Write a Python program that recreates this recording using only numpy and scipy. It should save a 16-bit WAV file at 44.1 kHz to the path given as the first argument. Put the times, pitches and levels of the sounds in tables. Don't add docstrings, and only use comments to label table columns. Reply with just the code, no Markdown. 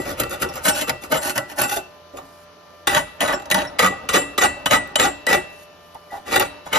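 import sys
import numpy as np
from scipy import signal
from scipy.fft import rfft, irfft, next_fast_len
from scipy.io import wavfile
from scipy.ndimage import uniform_filter1d

SR = 44100
rng = np.random.default_rng(int(sys.argv[2]) if len(sys.argv) > 2 else 0)


def volts(x):
    e = np.asarray(x, float) / 20
    return 10 ** e


def output_pcm(signal):
    pcm = np.clip(np.atleast_2d(signal).T, -1, 1) * 32767
    wavfile.write(sys.argv[1], SR, np.round(pcm).astype(np.int16))


N = 298998
CLOCK = np.arange(N) / SR
TURN_S = 2.0
TILT = np.array([[-1], [0], [1]])


def evened(x):
    return x / np.sqrt(np.mean(x ** 2) + 1e-20)


def read(points, hz):
    f, value = np.transpose(points)
    return np.interp(np.log(hz + 1), np.log(f + 1), value)


def over_time(points):
    return volts(np.interp(CLOCK, *np.transpose(points)))


def by_hold(along_db, across_db):
    return np.where(CLOCK < TURN_S, volts(along_db), volts(across_db))


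def colour(x, points, size=2048):
    log_gain = np.log(volts(read(points, abs(np.fft.fftfreq(size, 1 / SR)))))
    response = np.fft.ifft(np.exp(np.conj(signal.hilbert(log_gain)))).real
    response = response.reshape((1,) * (x.ndim - 1) + (-1,))
    return signal.oaconvolve(x, response, axes=-1)[..., :N]


def ring(x, hz, t60):
    r = 10 ** (-3 / (t60 * SR))
    w = 2 * np.pi * hz / SR
    return signal.lfilter([2 * (1 - r) * np.sin(w)], [1, -2 * r * np.cos(w), r * r], x)


def velvet(seconds, start, every):
    echoes = np.zeros((2, round(seconds * SR)))
    slots = np.arange(start, echoes.shape[1] - every, every)
    at = slots + rng.integers(0, every, (2, len(slots)))
    np.put_along_axis(echoes, at, rng.choice([-1., 1.], at.shape), 1)
    return echoes


def ports(x, left):
    # (f/Hz, right leads/radians)
    lead = [(60, .01), (600, .8), (1400, 1.4), (1800, -.3), (2600, -.9), (4100, -1.1), (5200, -.5),
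            (5800, .4), (7000, 1.8), (7800, 2.7), (8800, 3.3), (10000, 5.2), (11700, 6.28), (13300, 7),
            (15200, 9.42)]
    size = next_fast_len(N)
    hz = np.fft.rfftfreq(size, 1 / SR)
    half = volts(read(left, hz) / 2) * np.exp(-.5j * read(lead, hz))
    return irfft(rfft(x, size) * np.array([half, 1 / half]), size)[:, :N]


def air():
    # (f/Hz, level/dB)
    hiss = [(40, -18), (90, 14.5), (600, 20.5), (1300, 15.5), (2000, 9), (4500, 6.5), (6000, 2.5),
            (7200, -3), (12000, -4.5), (15000, -7), (15600, -30), (17000, -50)]
    # (f/Hz, likeness)
    likeness = [(60, .95), (300, .6), (1000, .25), (6000, .3), (7500, .9), (15000, .9)]
    # (f/Hz, left over right/dB)
    balance = [(1500, -2.5), (2500, 2.5), (4500, 8.5), (6000, 9), (7200, 0)]
    frames, hz = N // 256 + 5, np.fft.rfftfreq(1024, 1 / SR)
    a, b, c, d, patches = rng.standard_normal((frames, 513, 5)).T
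    patches = evened(uniform_filter1d(uniform_filter1d(patches, size=12, axis=0), size=14, axis=1))
    swells = evened(uniform_filter1d(patches[300], size=40)) * (hz > 7000)[:, None]
    same = np.clip(read(likeness, hz), -1, 1)[:, None]
    left = a + 1j * b
    z = np.array([left, same * left + np.sqrt(1 - same ** 2) * (c + 1j * d)])
    z *= volts(read(hiss, hz)[:, None] + 1.2 * patches + 1.6 * swells)
    noise = signal.istft(z, nperseg=1024, noverlap=768)[1][:, :N]
    return volts(-49.5) * ports(evened(noise), balance)


def hum():
    # (f/Hz, rms level/dB)
    orders = [(84.9, -63), (169.8, -64), (428, -66), (594.4, -52.5), (679.3, -64), (1019, -60),
              (1188.7, -56), (1358.5, -63), (1783, -63), (2377, -70), (2972, -65)]
    out = np.zeros((2, N))
    for (hz, db), (turn, lag, rate) in zip(orders, rng.random((len(orders), 3))):
        waver = np.sin(2 * np.pi * (rate * CLOCK * 3 + turn))
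        port_lag = np.array([[1], [-1]]) * lag * hz / 25000
        tone = np.sin(2 * np.pi * (hz * CLOCK + turn + port_lag))
        out += np.sqrt(2) * volts(db + 2.6 * waver) * tone
    return out


def shake(force):
    # (f/Hz, level/dB)
    tone = [(15, -28), (35, -3), (70, 3.5), (110, -1), (200, -5.5), (400, -92.5)]
    lag_s, follows, rest_db = 0.013, 0.58, -82
    along_db, settles_db_per_s, across_db = -23, 7.6, -30.5
    keep = np.exp(-1 / (lag_s * SR))
    push = force[0] ** 2
    for _ in range(2):
        push = signal.lfilter([1 - keep], [1, -keep], push)
    level_db = np.where(CLOCK < TURN_S, along_db - settles_db_per_s * CLOCK, across_db)
    level = volts(level_db) * abs(push) ** (follows / 2) + volts(rest_db)
    both, apart = colour(rng.standard_normal((2, N)), tone, size=8192)
    return level * evened(both + volts(-14.5) * np.array([apart, -apart]))


def thuds():
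    # (t/s, peak level/dB, f/Hz, length/s)
    pushes = [(0.0, -30, 127, 0.016), (.2, -31.5, 121.7, 0.033), (0.908, -37, 133, 0.033),
              (1.12, -31.5, 150, 0.042), (1.365, -33.5, 130, 0.034), (1.605, -32.5, 127.4, 0.033),
              (1.786, -45, 370, 0.048), (2.135, -42, 275, 0.022), (2.212, -48, 275, 0.054),
              (2.882, -28, 370, 0.043), (2.954, -30, 159.7, .04), (3.531, -25.5, 192, 0.045),
              (3.837, -22.5, 187.3, 0.041), (4.132, -27, 186.2, 0.037)]
    out = np.zeros(N)
    for s, db, hz, length in pushes:
        u = np.clip((CLOCK - s) / length, 0, 9)
        swell = np.e * 2 * u * np.exp(-2 * u)
        out += volts(db) * swell * np.sin(2 * np.pi * hz * CLOCK)
    return out


def room(x):
    # (f/Hz, t60/s)
    decay = [(60, 0.15), (300, 1), (1000, 0.68), (4000, 0.84), (8000, 0.29), (16000, 0.29)]
    turn, out = 2 * np.pi * .8 * CLOCK, 0
    for part in (np.cos(turn), np.sin(turn)):
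        hz, t, z = signal.stft(velvet(.7, start=700, every=20), SR, nperseg=256)
        fade = volts(-60 * t / read(decay, hz)[:, None])
        tail = signal.istft(z * fade, SR, nperseg=256)[1]
        out = out + signal.fftconvolve((x * part)[None], tail / np.linalg.norm(tail[0]), axes=1)[:, :N]
    return volts(-19) * out


def bench(x):
    # (f/Hz, level/dB)
    scatter = [(60, -25), (200, -16), (400, 1.5), (1200, 3), (3000, 1.5), (5500, -.5), (7500, -5),
               (15000, -10)]
    turn = np.cumsum(uniform_filter1d(rng.standard_normal(N), size=2000)) * .02
    fade = volts(-60 * np.arange(round(.03 * SR)) / SR / .035)
    out = 0
    for part in (np.cos(turn), np.sin(turn)):
        echoes = velvet(.03, start=20, every=40) * fade
        out = out + signal.oaconvolve((x * part)[None], echoes / np.linalg.norm(echoes[0]), axes=1)
    return colour(out, scatter)


def taps():
    # (t/s, peak level/dB, knock f/Hz, fall/dB per 8.5 ms)
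    knocks = [
        (.055, -34, 620, 2.5),
        (.492, -41, 840, 5.5),
        (.545, -41.5, 836, 1.5),
        (1.762, -28.5, 657, 4),
        (2.134, -42, 630, 2),
        (2.174, -38, 644, 7),
        (5.949, -40, 830, 8),
        (6.119, -39.5, 780, 1.5),
        (6.148, -40, 780, 4),
        (6.664, -32, 875, 10),
    ]
    out, t = np.zeros(N), np.arange(4000) / SR
    for (s, db, hz, fall_db), jostle in zip(knocks, rng.standard_normal((len(knocks), len(t)))):
        shape = volts(db + 9.0 - fall_db * t / 0.0085) * (1 - np.exp(-t / 0.0052))
        out[round(s * SR):][:len(t)] += evened(ring(jostle, hz, t60=0.014)) * shape
    return out


def twangs():
    # (t/s, peak level/dB)
    plucks = [(0.0677, -31), (0.0957, -35), (0.13, -37), (0.323, -37), (0.488, -26), (0.529, -40),
              (0.5856, -36), (0.731, -27), (0.7894, -42), (0.892, -34), (3.337, -25), (3.671, -32)]
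    out, t = np.zeros(N), np.arange(3000) / SR
    tone = np.sin(2 * np.pi * 5480 * t) + .6 * np.sin(2 * np.pi * 5590 * t)
    for s, db in plucks:
        shape = volts(db - 1.5 - 60 * t / 0.06) * (1 - np.exp(-t / .002))
        out[round(s * SR):][:len(t)] += shape * tone
    return out


def snaps():
    # (t/s, peak level/dB)
    cracks = [(0.0936, -18), (0.2012, -1.5), (0.2376, -37), (0.296, -19), (0.3108, -25), (0.42, -9),
              (0.4887, -42), (0.5056, -35), (0.556, -20), (0.6525, -20), (0.895, -17), (1.1214, -8),
              (1.2968, -15), (1.3612, -16), (1.3773, -16.0), (1.5151, -29), (1.5861, -18.5), (1.606, -8),
              (1.6177, 1), (1.759, -23), (2.172, -25), (2.8765, -20), (2.9124, -22.0), (2.9641, -24),
              (3.2073, -10), (3.2799, -19), (3.5038, -18), (3.513, -5), (3.5446, -5.5), (3.7939, -20),
              (3.8241, -13), (4.0906, -22), (4.1357, -16), (4.3802, -25), (4.4359, -15), (4.662, -25),
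              (4.7137, -29), (4.7335, -23), (4.8749, -30), (4.961, -21), (4.9974, -20), (5.0066, -20),
              (5.0439, -29), (5.2676, -24), (5.283, -33), (5.9461, -31.5), (6.112, -37), (6.3184, -26),
              (6.3287, -24), (6.3537, -14), (6.363, -9), (6.3982, 0), (6.6622, -37.0), (6.737, -31)]
    # (f/Hz, level/dB)
    tone = [(800, -3), (3000, -27), (7000, 0), (12500, 2.5), (16000, 1), (16700, -38)]
    out, t = np.zeros(N), np.arange(300) / SR
    shape = np.exp(-t / 0.0011) * (1 - np.exp(-t / .0002))
    for (s, db), grit in zip(cracks, rng.choice([-1., 1.], (len(cracks), len(t)))):
        out[round((s - .0004) * SR):][:len(t)] += volts(db - 2.5) * grit * shape
    return colour(out, tone)


def free_ringing():
    # (t/s, then level/dB of each of the four modes)
    releases = [(0.005, -33, -46, -38.5, -54), (0.21, -32.5, -37, -40, -47), (0.44, -42, -42, -56, -61),
                (0.71, -51, -34, -28, -52), (0.83, -52, -36, -33, -55), (0.905, -35, -40, -45, -51),
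                (1.17, -38, -54, -24, -37), (1.31, -52, -40.5, -50, -42), (1.385, -27.5, -54, -40, -67),
                (1.631, -30, -34, -21, -38), (1.78, -56, -41, -48, -64), (1.87, -68, -60, -70, -75),
                (2.888, -19.5, -44, -49, -38), (2.989, -29.5, -43, -33, -35.5),
                (3.217, -24.5, -49, -34, -26.5), (3.28, -23.5, -45, -36.5, -38), (3.34, -46, -45, -31, -54),
                (3.521, -21, -57, -37, -27), (3.64, -41, -52, -53, -46.5), (3.8, -35, -32, -40, -35),
                (3.874, -21.5, -39.5, -30.5, -45), (4.097, -25, -37, -35, -46),
                (4.18, -25, -33.5, -19.5, -32), (4.389, -19, -42, -23, -37), (4.456, -22.5, -33, -25, -39),
                (4.667, -42, -43, -32, -39), (4.743, -16, -41, -28, -48), (4.965, -62, -48, -22, -48),
                (5.005, -31, -31, -18, -42), (5.07, -30, -37.5, -25, -49), (5.272, -15.5, -54, -35, -49),
                (5.355, -25.5, -34.5, -32, -42), (5.6, -70, -51.5, -83, -73), (6.105, -41, -67, -62, -67),
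                (6.142, -42, -67, -55, -62), (6.17, -68, -70, -70, -67), (6.42, -34, -40.5, -51, -41),
                (6.75, -23, -51, -23, -47)]
    # (f/Hz, t60/s)
    modes = [(1959, .36), (2681, .9), (7432, .23), (9622, .32)]
    rows, out = np.array(releases), np.zeros(N)
    last = np.maximum(np.searchsorted(rows[:, 0], CLOCK) - 1, 0)
    since = CLOCK - rows[last, 0]
    for k, (hz, t60) in enumerate(modes):
        level = volts(rows[last, k + 1] + 1.5 - 60 * since / t60)
        out += uniform_filter1d(level, size=round(.006 * SR)) * np.sin(2 * np.pi * hz * CLOCK)
    return out


def bending_ring(scrape):
    # (f/Hz, t60/s)
    modes = [(1958, .08), (2681, .1), (287, .4), (1346, .35), (7432, .07), (7960, .2), (9622, .08),
             (11385, .1), (14190, .2), (2998, .17), (3316, .5), (4409, .6)]
    # (brushing along/dB, brushing across/dB, share of the nearness to the edge followed)
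    strength = [(3, 5, 0.05), (3, 3, 0.2), (2, 11, 0.082), (11, -5, -0.15), (6, 7, 0.3), (12, 19, .4),
                (5, 3, -.2), (9, 6, -0.2), (7, 9, -0.083), (-4, 6, 0.49), (-11, -1.5, 0.076), (-6, 3, -0.1)]
    # (t/s, level/dB)
    nearness = [(.1, -15), (.45, -3), (.7, 26), (1.2, -6), (1.7, 1), (2.9, 4), (3.25, -3), (3.55, -39.5),
                (3.85, 0), (4.15, 14), (4.45, 19), (4.75, 15), (5, 18), (5.3, 15), (5.6, -25), (6.3, 5)]
    # (t/s, level/dB)
    first_mode_level = [(0.0, 8), (0.198, 4.5), (.7, 4), (1.33, 4), (1.385, 18.5), (1.62, -17), (2.9, 13.5),
                        (3.25, 7.5), (3.6, 14.5), (3.8, 9), (3.869, 14.5), (4.16, 6), (4.4, 7), (4.75, 5), (5.3, 8),
                        (6.13, 20.5), (6.35, 5.5), (6.67, -13), (6.751, -13)]
    reach, out = over_time(nearness), np.zeros(N)
    mode_gains = [over_time(first_mode_level)] + [1] * len(modes)
    for (hz, t60), (along_db, across_db, share), left in zip(modes, strength, mode_gains):
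        out += ring(scrape * left * reach ** share * by_hold(along_db, across_db), hz, t60)
    return out


def plate_ring(scrape):
    # (f/Hz, t60/s)
    modes = [(303, .12), (372, .12), (625, .035), (826, .07), (922, .05), (1158, .09), (1277, .06),
             (1515, .07), (3040, .025), (3530, .025), (3925, .04), (5970, .1), (6860, .02), (9130, .05),
             (10320, .09), (10900, .08), (12050, .1)]
    # (brushing along/dB, brushing across/dB, share of the spot followed)
    strength = [(9, 4, -0.52), (13.5, 6, -0.45), (9, 4, -0.75), (8.5, 5, -0.14), (6, 7.5, -0.7),
                (-15, -25.5, 0.16), (-17, 3, 1), (7.5, 2.5, 0.58), (0.5, -5.5, 1), (-12, -8, .3),
                (-28, 8, 0.012), (3, 5, -0.19), (-30, 4.5, 0.58), (-1, 7.5, -0.16), (5.5, -10, 0.23),
                (4.5, 7, -.3), (7, 10.5, 0.11)]
    # (t/s, level/dB)
    places = [(.2, -4.5), (.7, 1.5), (1.15, 0.5), (1.4, 5.5), (1.7, 3), (2.95, 0), (3.25, 6.5),
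              (3.57, -3.5), (3.85, 7), (4.15, 1), (4.43, 4), (4.73, 6), (5.02, -1.5), (5.32, -3.5),
              (6.35, -3.5), (6.749, 1)]
    spot, out = over_time(places), np.zeros(N)
    for (hz, t60), (along_db, across_db, share) in zip(modes, strength):
        out += ring(scrape * spot ** share * by_hold(along_db, across_db), hz, t60)
    return out


def sweep(t, start, length, db, swell_db, bright_db, rule):
    level_db, rise, fall = np.array(rule)[:, :, None]
    progress = np.clip((t - start) / length, 0, 1)
    moving = db + swell_db * (progress - 1) + level_db + bright_db * TILT
    before, after = np.maximum(start - t, 0), np.maximum(t - start - length, 0)
    return volts(2 * (moving - rise * before - fall * after))


def hand():
    # (start t/s, length/s, end pressure/dB, swell over the sweep/dB, brightness/dB)
    along = [(0.0, 0.023, -36.5, 3, 2.5), (.055, 0.062, -30.5, 4, 0.5), (.192, 0.015, -18.5, 5, 1),
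             (.307, 0.033, -29, -1.5, 1), (.417, 0.0083, -18.5, 3, 2), (.487, 0.012, -42, -3, -6),
             (.54, 0.033, -32.5, 3, 2.5), (.648, 0.046, -16, 4, 5.5), (.751, 0.07, -24, 4, 5.5),
             (.884, 0.0073, -22.5, -4.5, -1), (1.026, 0.024, -36, -2.5, 2.5),
             (1.117, 0.062, -25.5, -7, 0.5), (1.22, 0.084, -24, 3, 5), (1.358, 0.0092, -20.5, 6, 1),
             (1.482, 0.031, -33, 16, 3), (1.581, 0.068, -23.5, -3, 2), (1.69, 0.087, -28.5, -4.5, 5.5),
             (2.168, 0.0086, -36, 2, -1)]
    # (start t/s, length/s, end pressure/dB, swell over the sweep/dB, brightness/dB)
    across = [(2.885, 0.093, -17.5, 5.5, 3), (3.212, 0.064, -27, -9.5, 1), (3.278, 0.05, -22.5, 4.5, -2),
              (3.545, 0.074, -24, -3.5, -1.5), (3.80, 0.054, -12.5, 9.5, 1), (4.134, 0.032, -12, 1.5, 2.5),
              (4.415, 0.033, -15, -0.5, 2), (4.713, 0.03, -12.5, -3.5, 2.5), (4.997, 0.06, -16.5, -3, 2.5),
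              (5.285, 0.055, -13, 7, 2), (5.5, 0.13, -54, 8, 17), (6.112, 0.059, -45, 2.5, 10),
              (6.262, 0.051, -23.5, 15, 2), (6.322, 0.043, -13.5, 6.5, 1.5), (6.405, 0.057, -37, -23.5, 1),
              (6.66, 0.016, -37.5, 3, 3), (6.728, 0.046, -17, 3, 1.5)]
    along_rule = [(2.83, 0.1, 10.1), (1100, 2900, 1150), (302, 800, 670)]
    across_rule = [(1.46, 0.44, 1.5), (900, 1400, 1503.5), (310, 536, 466)]
    # (from t/s, to t/s, body level/dB, scrape level/dB, fizz level/dB)
    drags = [
        (0.0, 0.756, -73, -39, -53),
        (2.125, 2.44, -79, -71, -44),
        (3.302, 4.974, -38.5, -72, -50),
    ]
    # (t/s, peak level/dB, fall/dB per 10 ms)
    landings = [(2.8707, -0.5, 8.5), (3.205, -1, 20), (3.501, 4, 24), (3.511, 0.5, 10), (3.7912, 4.5, 23),
                (3.786, 2, 9), (4.088, -5.5, 6.5), (4.378, -2, 8), (4.6577, -3.5, 9.5), (4.9558, 3.5, 20.5),
                (5.2662, -0.5, 31), (5.946, -30, 17), (6.396, 0, 17)]
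    # (t/s, peak level/dB)
    catches_along = [(.0014, -30), (.1965, -6), (.213, -26), (.234, -10), (.3092, -37), (.4210, -5.5),
                     (.4884, -22), (.5557, -18), (.6515, -19), (.6803, -17), (.8103, -10), (.8934, 2),
                     (1.0356, -19), (1.1174, -22), (1.1394, -18), (1.2262, -29), (1.249, -26), (1.295, -6),
                     (1.377, -1), (1.5141, -36), (1.585, -9.5), (1.6125, -3.5), (1.6927, -14),
                     (1.7103, -25), (1.759, -29), (2.1705, -35)]
    # (t/s, peak level/dB)
    catches_across = [(2.947, -0.5), (3.276, -3.5), (3.324, -8.5), (3.398, -22.5), (3.42, -24),
                      (3.456, -20.5), (3.544, 0), (3.607, -21), (3.65, -24), (3.8611, 0.5), (4.1374, -23),
                      (4.2164, -11), (4.709, -6), (4.73, -6), (4.878, -36), (4.9968, 2.5), (5.327, -6),
                      (6.359, -1.5), (6.729, -7)]

    force = np.zeros((3, N))
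    for start, end, *db in drags:
        force += volts(2 * np.array(db))[:, None] * ((CLOCK >= start) & (CLOCK < end))
    for rows, rule in ((along, along_rule), (across, across_rule)):
        for row in rows:
            n = slice(max(round((row[0] - .06) * SR), 0), round((row[0] + .35) * SR))
            force[:, n] += sweep(CLOCK[n], *row, rule) * volts(2 * -1)
    force = uniform_filter1d(force, size=40)

    # (t/s, peak/dB, fall/dB per 10 ms, brightness/dB, level/dB the force sinks to just before it)
    hits = [(s, db, fall_db, 5, -36) for s, db, fall_db in landings]
    hits += [(s, db, 18.5, 7, -15) for s, db in catches_along]
    hits += [(s, db, 29.5, 5.5, -15) for s, db in catches_across]
    t = np.arange(6000) / SR
    onset = (1 - np.exp(-t / .0006)) ** 2 * (1 - t / t[-1])
    for s, db, fall_db, bright_db, hold_db in sorted(hits):
        n = round(s * SR)
        force[:, max(n - 700, 0):n] *= volts(hold_db * np.linspace(0, 1, 700)[-n:])
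        burst = volts(2 * (db - 7 - fall_db * t / .01)) * onset
        force[:, n:n + len(t)] += (volts(2 * bright_db * TILT) * burst)[:, :N - n]
    force[0] = np.roll(force[0], round(.003 * SR))
    return np.sqrt(abs(force))


def shifting(x):
    hz, t, z = signal.stft(x, SR, nperseg=256, noverlap=192)
    field = rng.standard_normal((len(t), len(hz))).T
    field = evened(uniform_filter1d(uniform_filter1d(field, size=4, axis=0), size=24, axis=1))
    return signal.istft(z * volts(1.8 * field), SR, nperseg=256, noverlap=192)[1][:N]


def bristles(force):
    # (f/Hz, level/dB)
    tone = [(30, -38), (90, -7.5), (170, -1), (600, 5), (1500, 2.5), (2300, -1.5), (4000, -7), (5500, -12),
            (8000, -11), (11000, -15), (13500, -18), (15300, -19), (15900, -24), (16600, -35)]
    slips_per_s, spread_db, clump_db = 9000, 2.5, 1.3
    draw = rng.random((4, N))
    size = volts(-spread_db * np.log(draw[0] + 0.0013))
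    slips = size * np.sign(draw[1] - .5) * (draw[2] < slips_per_s / SR)
    clumps = evened(uniform_filter1d(uniform_filter1d(draw[3] - .5, size=250), size=120))
    slips = evened(slips * volts(clump_db * clumps))
    body, middle, fizz = (signal.sosfilt(signal.butter(2, edge, kind, fs=SR, output="sos"), slips * push)
                          for edge, kind, push in zip((1300, (1300, 7500), 7500), ("low", "band", "high"), force))
    return shifting(colour(body - middle + fizz, tone))


def scene():
    # (f/Hz, left over right/dB)
    balance = [(60, -.5), (640, -.8), (1400, -1), (2300, 4), (3500, 5), (6800, 2.2), (9000, 0)]
    force = hand()
    scrape = bristles(force)
    near = scrape + plate_ring(scrape) + twangs() + taps() + snaps()
    bell, free = bending_ring(scrape), free_ringing()
    brush = ports(near + bell + free, balance) + bench(near)
    wet = room(near + .5 * bell + .15 * free)
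    return brush + wet + air() + hum() + shake(force) + thuds()


def starve(x):
    # (f/Hz, level/dB)
    mask = [(5500, -38), (7000, -10), (9000, -4), (13000, -8), (16000, -0.5)]
    # (f/Hz, level/dB)
    buried = [(6000, -66), (7600, -64), (9000, -58), (10500, -39), (13000, -41.5), (14500, -39),
              (16000, -42)]
    hz, _, z = signal.stft([x[0] + x[1], x[0] - x[1]], SR, nperseg=1024, noverlap=512)
    bands, centre = z[:, :512].reshape(2, 32, 16, -1), hz[8:512:16]
    fine = abs(bands) ** 2
    power = fine.mean(2, keepdims=True)
    near = uniform_filter1d(power.max(0), size=3, axis=0)
    loudest = uniform_filter1d(power.max((0, 1)), size=5)
    limit = near * volts(2 * read(mask, centre))[:, None, None]
    limit = limit + loudest * volts(2 * read(buried, centre))[:, None, None]
    treble = power[:, 8:].sum((0, 1))
    limit = limit * np.where(treble > 40 * np.roll(treble, 2), .03, 1)
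    z[:, :512] = (bands * (power > limit) * (fine > limit * 0.45)).reshape(2, 512, -1)
    both, apart = signal.istft(z, SR, nperseg=1024, noverlap=512)[1][:, :N]
    return np.array([both + apart, both - apart]) / 2


def top_cut(x):
    return signal.sosfilt(signal.butter(12, 16440, fs=SR, output="sos"), x)


def record(dry):
    limited = np.tanh(dry)
    return top_cut(starve(limited))


dry = scene()
out = record(dry)
output_pcm(out)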